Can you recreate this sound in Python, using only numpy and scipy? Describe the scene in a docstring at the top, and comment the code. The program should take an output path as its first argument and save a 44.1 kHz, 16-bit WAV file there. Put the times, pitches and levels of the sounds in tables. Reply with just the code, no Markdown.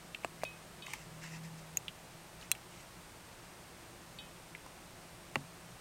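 """Room air, a low hum and a far engine's drone; then, close by, a tortoise eats greens off a slab in a glass tank.
The engine swells faintly, then harder, and falls back: a gliding firing note with two neighbours.
Snaps, small ticks, jaw knocks and pings of thin metal are impulses through damped modes.
Leaves slide as coloured friction noise in short strokes; room air and hum are filtered noise with sine whine.
The eating sounds scatter off the glass; both channels are the same."""
import sys
import numpy as np
from scipy import signal
from scipy.fft import rfft, irfft, next_fast_len
from scipy.io import wavfile
from scipy.ndimage import map_coordinates

SR = 44100
rng = np.random.default_rng(int(sys.argv[2]) if len(sys.argv) > 2 else 0)


def bounce(signal):
    """Save signal as a 16-bit WAV file at the path given by the first command-line argument."""
    frames = np.transpose(np.atleast_2d(signal))
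    limited = np.clip(frames, -1, 1)
    pcm = np.round(limited * 32767).astype(np.int16)
    wavfile.write(sys.argv[1], SR, pcm)


N = 255861


def amp(db):
    """Amplitude ratio of a level in dB."""
    return 10 ** (np.asarray(db) / 20)


def unit(x):
    """Scale to rms 1."""
    return x / np.sqrt(np.mean(x ** 2) + 1e-20)


def along(points, hz):
    """Interpolate (frequency [Hz], value) points on a log frequency axis."""
    point_hz, values = np.transpose(points)
    return np.interp(np.log(hz + 1), np.log(point_hz), values)


def hump(x):
    """A bell of height 1, half as high at x = 1."""
    return 1 / (1 + x * x)


def wobble(knots_per_s):
    """A smooth random curve through normally distributed knots."""
    knots = rng.standard_normal(int(N * knots_per_s / SR) + 4)
    return map_coordinates(knots, [np.arange(N) * knots_per_s / SR])


def filtered(x, response):
    """x through a complex response, given as a function of frequency in Hz."""
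    m = next_fast_len(N + SR // 2)
    spectrum = rfft(x, m) * response(np.fft.rfftfreq(m, 1 / SR))
    return irfft(spectrum, m)[:N]


def resonance(f, hz, width_hz):
    """One damped mode, gain 1 at its centre."""
    return 1j * f * width_hz / (hz * hz - f * f + 1j * f * width_hz)


def body(f, modes, order=1):
    """Sum of modes, neighbours in opposite phase; order 2 starts softer and has deeper valleys."""
    total = 0
    for k, (hz, width_hz, db) in enumerate(modes):
        # the root of the order offsets the narrowing caused by the power
        mode = resonance(f, hz, width_hz * np.sqrt(order)) ** order
        total = total + (-1) ** k * amp(db) * mode
    return total


def double(f, gap_ms, second_db):
    """Response of an impulse followed by a second one at its own level."""
    return 1 + amp(second_db) * np.exp(-2j * np.pi * f * gap_ms / 1000)


def fibres(t60_s):
    """Clinging fibres let go over a few milliseconds: response of a dying crackle of energy 1."""
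    t = np.arange(SR // 2) / SR
    crackle = rng.standard_normal(len(t)) * amp(-60 * t / t60_s)
    return rfft(crackle / np.linalg.norm(crackle))


def blow_grid():
    """Frequencies of a half-second response."""
    return np.fft.rfftfreq(SR // 2, 1 / SR)


def add(track, time_s, response):
    """Add one impulse through a response to the track, in place."""
    sound = irfft(response)
    part = track[round(time_s * SR):][:len(sound)]
    part += sound[:len(part)]


# air spectrum shape: (frequency [Hz], relative level [dB])
AIR_SHAPE = [(12, -28), (20, -3.5), (90, -4.5), (116, -4.5), (167, -10), (197, -7.5), (355, -7), (419, -9),
             (603, -6), (2800, -14.5), (3040, -16), (6840, -19.5), (8790, -21.5), (14100, -26.5),
             (15800, -31)]
# noise bands: (centre [Hz], width before widening [Hz], level [dB rms])
DRONE_BANDS = [(60, 15, -72), (120.8, 8.8, -68), (169, 19.3, -63.5), (347.5, 20.6, -69.5), (8630, 650, -70)]
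# faint electrical whine: (frequency [Hz], level [dB rms])
WHINE_TONES = [(5636, -86), (6535, -85), (7574, -86), (7854, -86), (7881, -84), (8446, -82), (13916, -89)]


def room(air_db_rms=-54.8, widening=1.86):
    """Steady shaped noise, droning narrow noise bands and thin electrical sine tones."""
    t = np.arange(N) / SR
    air_noise = filtered(rng.standard_normal(N), lambda f: amp(along(AIR_SHAPE, f)))
    out = amp(air_db_rms) * unit(air_noise)
    for hz, width_hz, db in DRONE_BANDS:
        band = filtered(rng.standard_normal(N), lambda f: resonance(f, hz, widening * width_hz) ** 2)
        out += amp(db) * unit(band)
    for hz, db in WHINE_TONES:
        out += amp(db) * unit(np.sin(2 * np.pi * hz * t))
    return out


# engine revs: (time of top [s], top firing note [Hz], level [dB],
#   time from top to quarter amplitude [s], rise time from half pitch to top [s])
ENGINE_REVS = [(0.323, 162.9, -60, 0.84, 4.6), (1.399, 162.3, -49, 0.42, 1.55)]
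COAST_SLOWER = 1.2  # the pitch falls more slowly than it rose
CYLINDERS = 4


def motor(waver_db=0.5, waver_hz=0.28, below_db=-21, above_db=-17):
    """Each rev rises and falls in pitch and level: a wavering firing note with two weaker neighbours."""
    out, t = np.zeros(N), np.arange(N) / SR
    for top_s, top_hz, db, swell_s, pitch_s in ENGINE_REVS:
        glide_s = np.where(t < top_s, pitch_s, pitch_s * COAST_SLOWER)
        firing_hz = top_hz * hump((t - top_s) / glide_s) + waver_hz * wobble(11.7)
        cycle = 2 * np.pi * np.cumsum(firing_hz) / SR / CYLINDERS
        note = np.sin(CYLINDERS * cycle)
        note += amp(below_db) * np.sin((CYLINDERS - 1) * cycle)
        note += amp(above_db) * np.sin((CYLINDERS + 0.99) * cycle)
        swell = hump((t - top_s) / swell_s) ** 2
        out += amp(db + waver_db * wobble(10.3)) * swell * unit(note)
    return out


# touches of thin metal: (time [s], level [dB], overtone level [dB])
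PING_TOUCHES = [(0.4507, 19.5, -16.5), (0.8223, 8, -1), (.869, 4, -2), (4.187, 8.5, 1)]
# thin metal modes: (frequency [Hz], width [Hz])
METAL_MODES = [(2537, 7), (3055, 7.5), (3395, 14), (3757, 15), (4480, 60)]
# balance of the modes above the lowest: level on top of the overtone level [dB]
OVERTONE_BALANCE_DB = [0.5, -4.5, -1.5, -14]


def pings():
    """The same metal modes ring each time; the spot touched sets the overtone strength."""
    out, f = np.zeros(N), blow_grid()
    for time_s, db, overtones_db in PING_TOUCHES:
        mode_db = [0] + [overtones_db + level for level in OVERTONE_BALANCE_DB]
        modes = [(hz, width_hz, level) for (hz, width_hz), level in zip(METAL_MODES, mode_db)]
        add(out, time_s, amp(db) * body(f, modes))
    return out


# leaves sliding under the beak: (time [s], length [s], level [dB], pitch factor)
LEAF_SLIDES = [(0.862, .11, -50.5, 1.15), (0.93, 0.14, -59.5, 1.05), (1.208, 0.092, -51, 1.03),
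               (1.288, 0.1, -52.5, 1.0), (1.43, 0.043, -56.5, 1.02), (1.573, 0.028, -57, 1.02),
               (2.387, 0.083, -58.5, 0.97), (2.7, 0.16, -59, 1.11)]
# broad colour of the slides at pitch factor 1: (frequency [Hz], width [Hz], level [dB])
SLIDE_COLOUR = [(920, 250, -2), (1914, 370, 3.5), (2630, 270, 2.5), (3700, 1300, -12), (5300, 1150, -5.5),
                (6300, 690, -8), (7300, 690, -4.5), (11000, 3000, -22)]
EVEN_SLIDE_DB, DULLING_DB_PER_OCT_PER_DB = -53, 0.14  # louder strokes than the first tilt down
CATCHES_PER_S, CATCHES_DB = 400, -8.5  # leaf edges catching; level beside the rubbing


def leaves(grain_db=2.0):
    """Leaf rubs and catches on leaf in strokes; a tauter leaf sounds higher, a harder stroke duller."""
    out, t = np.zeros(N), np.arange(N) / SR
    catches = (rng.random(N) < CATCHES_PER_S / SR) * rng.uniform(-1.1, 1, N)
    rubbing = rng.standard_normal(N) * amp(grain_db * wobble(1000))
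    friction = unit(rubbing) + amp(CATCHES_DB) * unit(catches)
    for time_s, length_s, db, pitch in LEAF_SLIDES:
        progress = np.clip((t - time_s) / length_s, 0, 1)
        stroke = np.abs(np.sin(np.pi * progress)) ** 0.65
        tilt_db_per_oct = DULLING_DB_PER_OCT_PER_DB * (EVEN_SLIDE_DB - db)
        colour = lambda f: body(f / pitch, SLIDE_COLOUR, order=2) * amp(tilt_db_per_oct * np.log2(f + 1))
        out += amp(db) * stroke * unit(filtered(friction, colour))
    return out


# small ticks: beak contacts, leaf tears and touches on the metal:
#   (time [s], level [dB], pitch [Hz], crispness [dB])
SMALL_TICKS = [(.1473, -2, 2740, -30), (0.236, -15, 2420, -20), (0.247, -15, 7700, -10),
               (.418, -15, 2210, -19), (0.425, -13, 2230, -19), (0.439, -23.5, 9000, 6),
               (.451, -14, 2400, -18), (.864, -20.5, 6700, -9), (.8671, -6.5, 2320, -22),
               (0.882, -7, 935, -28), (0.9367, -3.5, 900, -13), (.9355, -0.5, 2230, -14),
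               (1.2377, -8, 1650, -19), (1.8819, -1, 2950, -24), (2.4127, -18.5, 4050, -14),
               (2.427, -16, 2780, -20), (2.551, -11, 2430, -16.5), (4.55, -7, 2210, -30),
               (4.663, -6, 910, -25)]
TICK_Q, TICK_MAX_WIDTH_HZ = 3.6, 980
REPEAT_MS, REPEAT_LOG_SPREAD, REPEAT_DB = 2.2, 0.15, -4


def ticks(crisp_hz=5500, crisp_width_hz=4000, cling_t60_s=0.056, cling_db=-7):
    """Each tick has a weaker repeat about 2 ms later, likely an echo off a wall, and a dying crackle."""
    out, f = np.zeros(N), blow_grid()
    crisp = resonance(f, crisp_hz, crisp_width_hz)
    for time_s, db, hz, crisp_db in SMALL_TICKS:
        width_hz = min(hz / TICK_Q, TICK_MAX_WIDTH_HZ)
        gap_ms = REPEAT_MS * np.exp(REPEAT_LOG_SPREAD * rng.standard_normal())
        contact = double(f, gap_ms, REPEAT_DB) + amp(cling_db) * fibres(cling_t60_s)
        tone = body(f, [(hz, width_hz, 0)], order=2) + amp(crisp_db) * crisp
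        add(out, time_s, amp(db) * contact * tone)
    return out


# beak knocking through food: (time [s], level [dB], pitch [Hz], width [Hz],
#   ring level [dB], hard edge level [dB], slab thump level [dB])
BEAK_KNOCKS = [(0.2468, -1, 686, 78, 12.5, -12, -13), (0.4349, -9, 643, 95, 24, 1, -29),
               (5.3568, 3.5, 1920, 137, 9, -1.5, 2.5)]
# broad colour of the jaw knocks: (frequency [Hz], width [Hz], level [dB])
JAW_MODES = [(283, 68, 3), (382, 160, 0.5), (894, 360, 4), (1256, 170, 0), (1520, 420, -2),
             (2630, 370, 3.5), (6740, 830, -23)]
# broad colour of the bright edge: (frequency [Hz], width [Hz], level [dB])
EDGE_MODES = [(3580, 160, -7), (3790, 130, -7.5), (4700, 720, -11.5), (6500, 420, -17), (10500, 4300, -43)]
# slab resonances: (frequency [Hz], width [Hz], level [dB])
SLAB_MODES = [(91, 15, 0), (143.3, 9.7, 11), (223, 16, 6), (272, 9.5, 9), (368, 38, -10.5), (534, 50, -1),
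              (654, 16, -1), (834, 78, -4), (1090, 76, 0.5), (2690, 240, 0)]


def knocks(slab_lag_s=0.007, lag_at_hz=200):
    """The jaw shuts with a hollow, ringing knock, a bright edge and a slab thump, each at its own level."""
    out, f = np.zeros(N), blow_grid()
    # bending waves are slower at low pitch, so the thump slides downwards
    dispersion = np.exp(-4j * np.pi * slab_lag_s * np.sqrt(f * lag_at_hz))
    slab = body(f, SLAB_MODES) * dispersion
    jaw = body(f, JAW_MODES, order=2)
    edge = body(f, EDGE_MODES, order=2)
    for time_s, db, hz, width_hz, ring_db, edge_db, thump_db in BEAK_KNOCKS:
        ring = amp(ring_db) * resonance(f, hz, width_hz)
        knock = amp(edge_db) * edge - jaw - ring + amp(thump_db) * slab
        add(out, time_s, amp(db) * knock)
    return out


# crisp stalks breaking: (time [s], level [dB], ring [Hz], ring width [Hz], ring level [dB],
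#   second crack delay [ms], second crack level [dB], stem level [dB])
STALK_SNAPS = [(1.7714, -6, 6710, 144, 19, 0.44, -5, -7), (2.5157, 3, 8790, 147, 11, 0.772, -9.5, 3.5)]
# broad colour of the snaps, partly from the microphone's port: (frequency [Hz], width [Hz], level [dB])
SNAP_COLOUR = [(1290, 2200, -13), (2720, 370, 4.5), (5400, 340, -12), (6170, 1100, 0), (7520, 300, 6.5),
               (10800, 760, -15), (12100, 760, 0.5), (13770, 460, 2.5), (14000, 550, -7), (15300, 500, -4)]
# stem resonances: (frequency [Hz], width [Hz], level [dB])
STEM_MODES = [(1950, 130, -2), (3346, 45, 4), (4021, 55, 2)]


def snaps():
    """A stalk gives way in two cracks; the break and the stem ring briefly."""
    out, f = np.zeros(N), blow_grid()
    colour, stem = body(f, SNAP_COLOUR, order=2), body(f, STEM_MODES)
    for time_s, db, hz, width_hz, ring_db, gap_ms, second_db, stem_db in STALK_SNAPS:
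        ring = amp(ring_db) * resonance(f, hz, width_hz) + amp(stem_db) * stem
        cracks = double(f, gap_ms, second_db)
        add(out, time_s, amp(db) * cracks * (colour + ring))
    return out


def tank(x, t60_s=0.023, wet_db=-18):
    """The glass walls return a short, weak scatter: decaying noise from 2 ms on."""
    t = np.arange(SR // 4) / SR
    tail = rng.standard_normal(len(t)) * amp(-60 * t / t60_s) * (t > 0.002)
    scatter = signal.fftconvolve(x, tail / np.linalg.norm(tail))[:N]
    return x + amp(wet_db) * scatter


def scene():
    """Eating scatters off the tank; pings, engine and room stay dry; one mono mix feeds both channels."""
    eating = tank(snaps() + ticks() + knocks() + leaves())
    mono = eating + pings() + motor() + room()
    return np.array([mono, mono])


def record(dry, top_hz=15900):
    """A sharp band limit removes everything from top_hz up."""
    return np.array([filtered(channel, lambda f: f < top_hz) for channel in dry])


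dry = scene()
out = record(dry)
bounce(out)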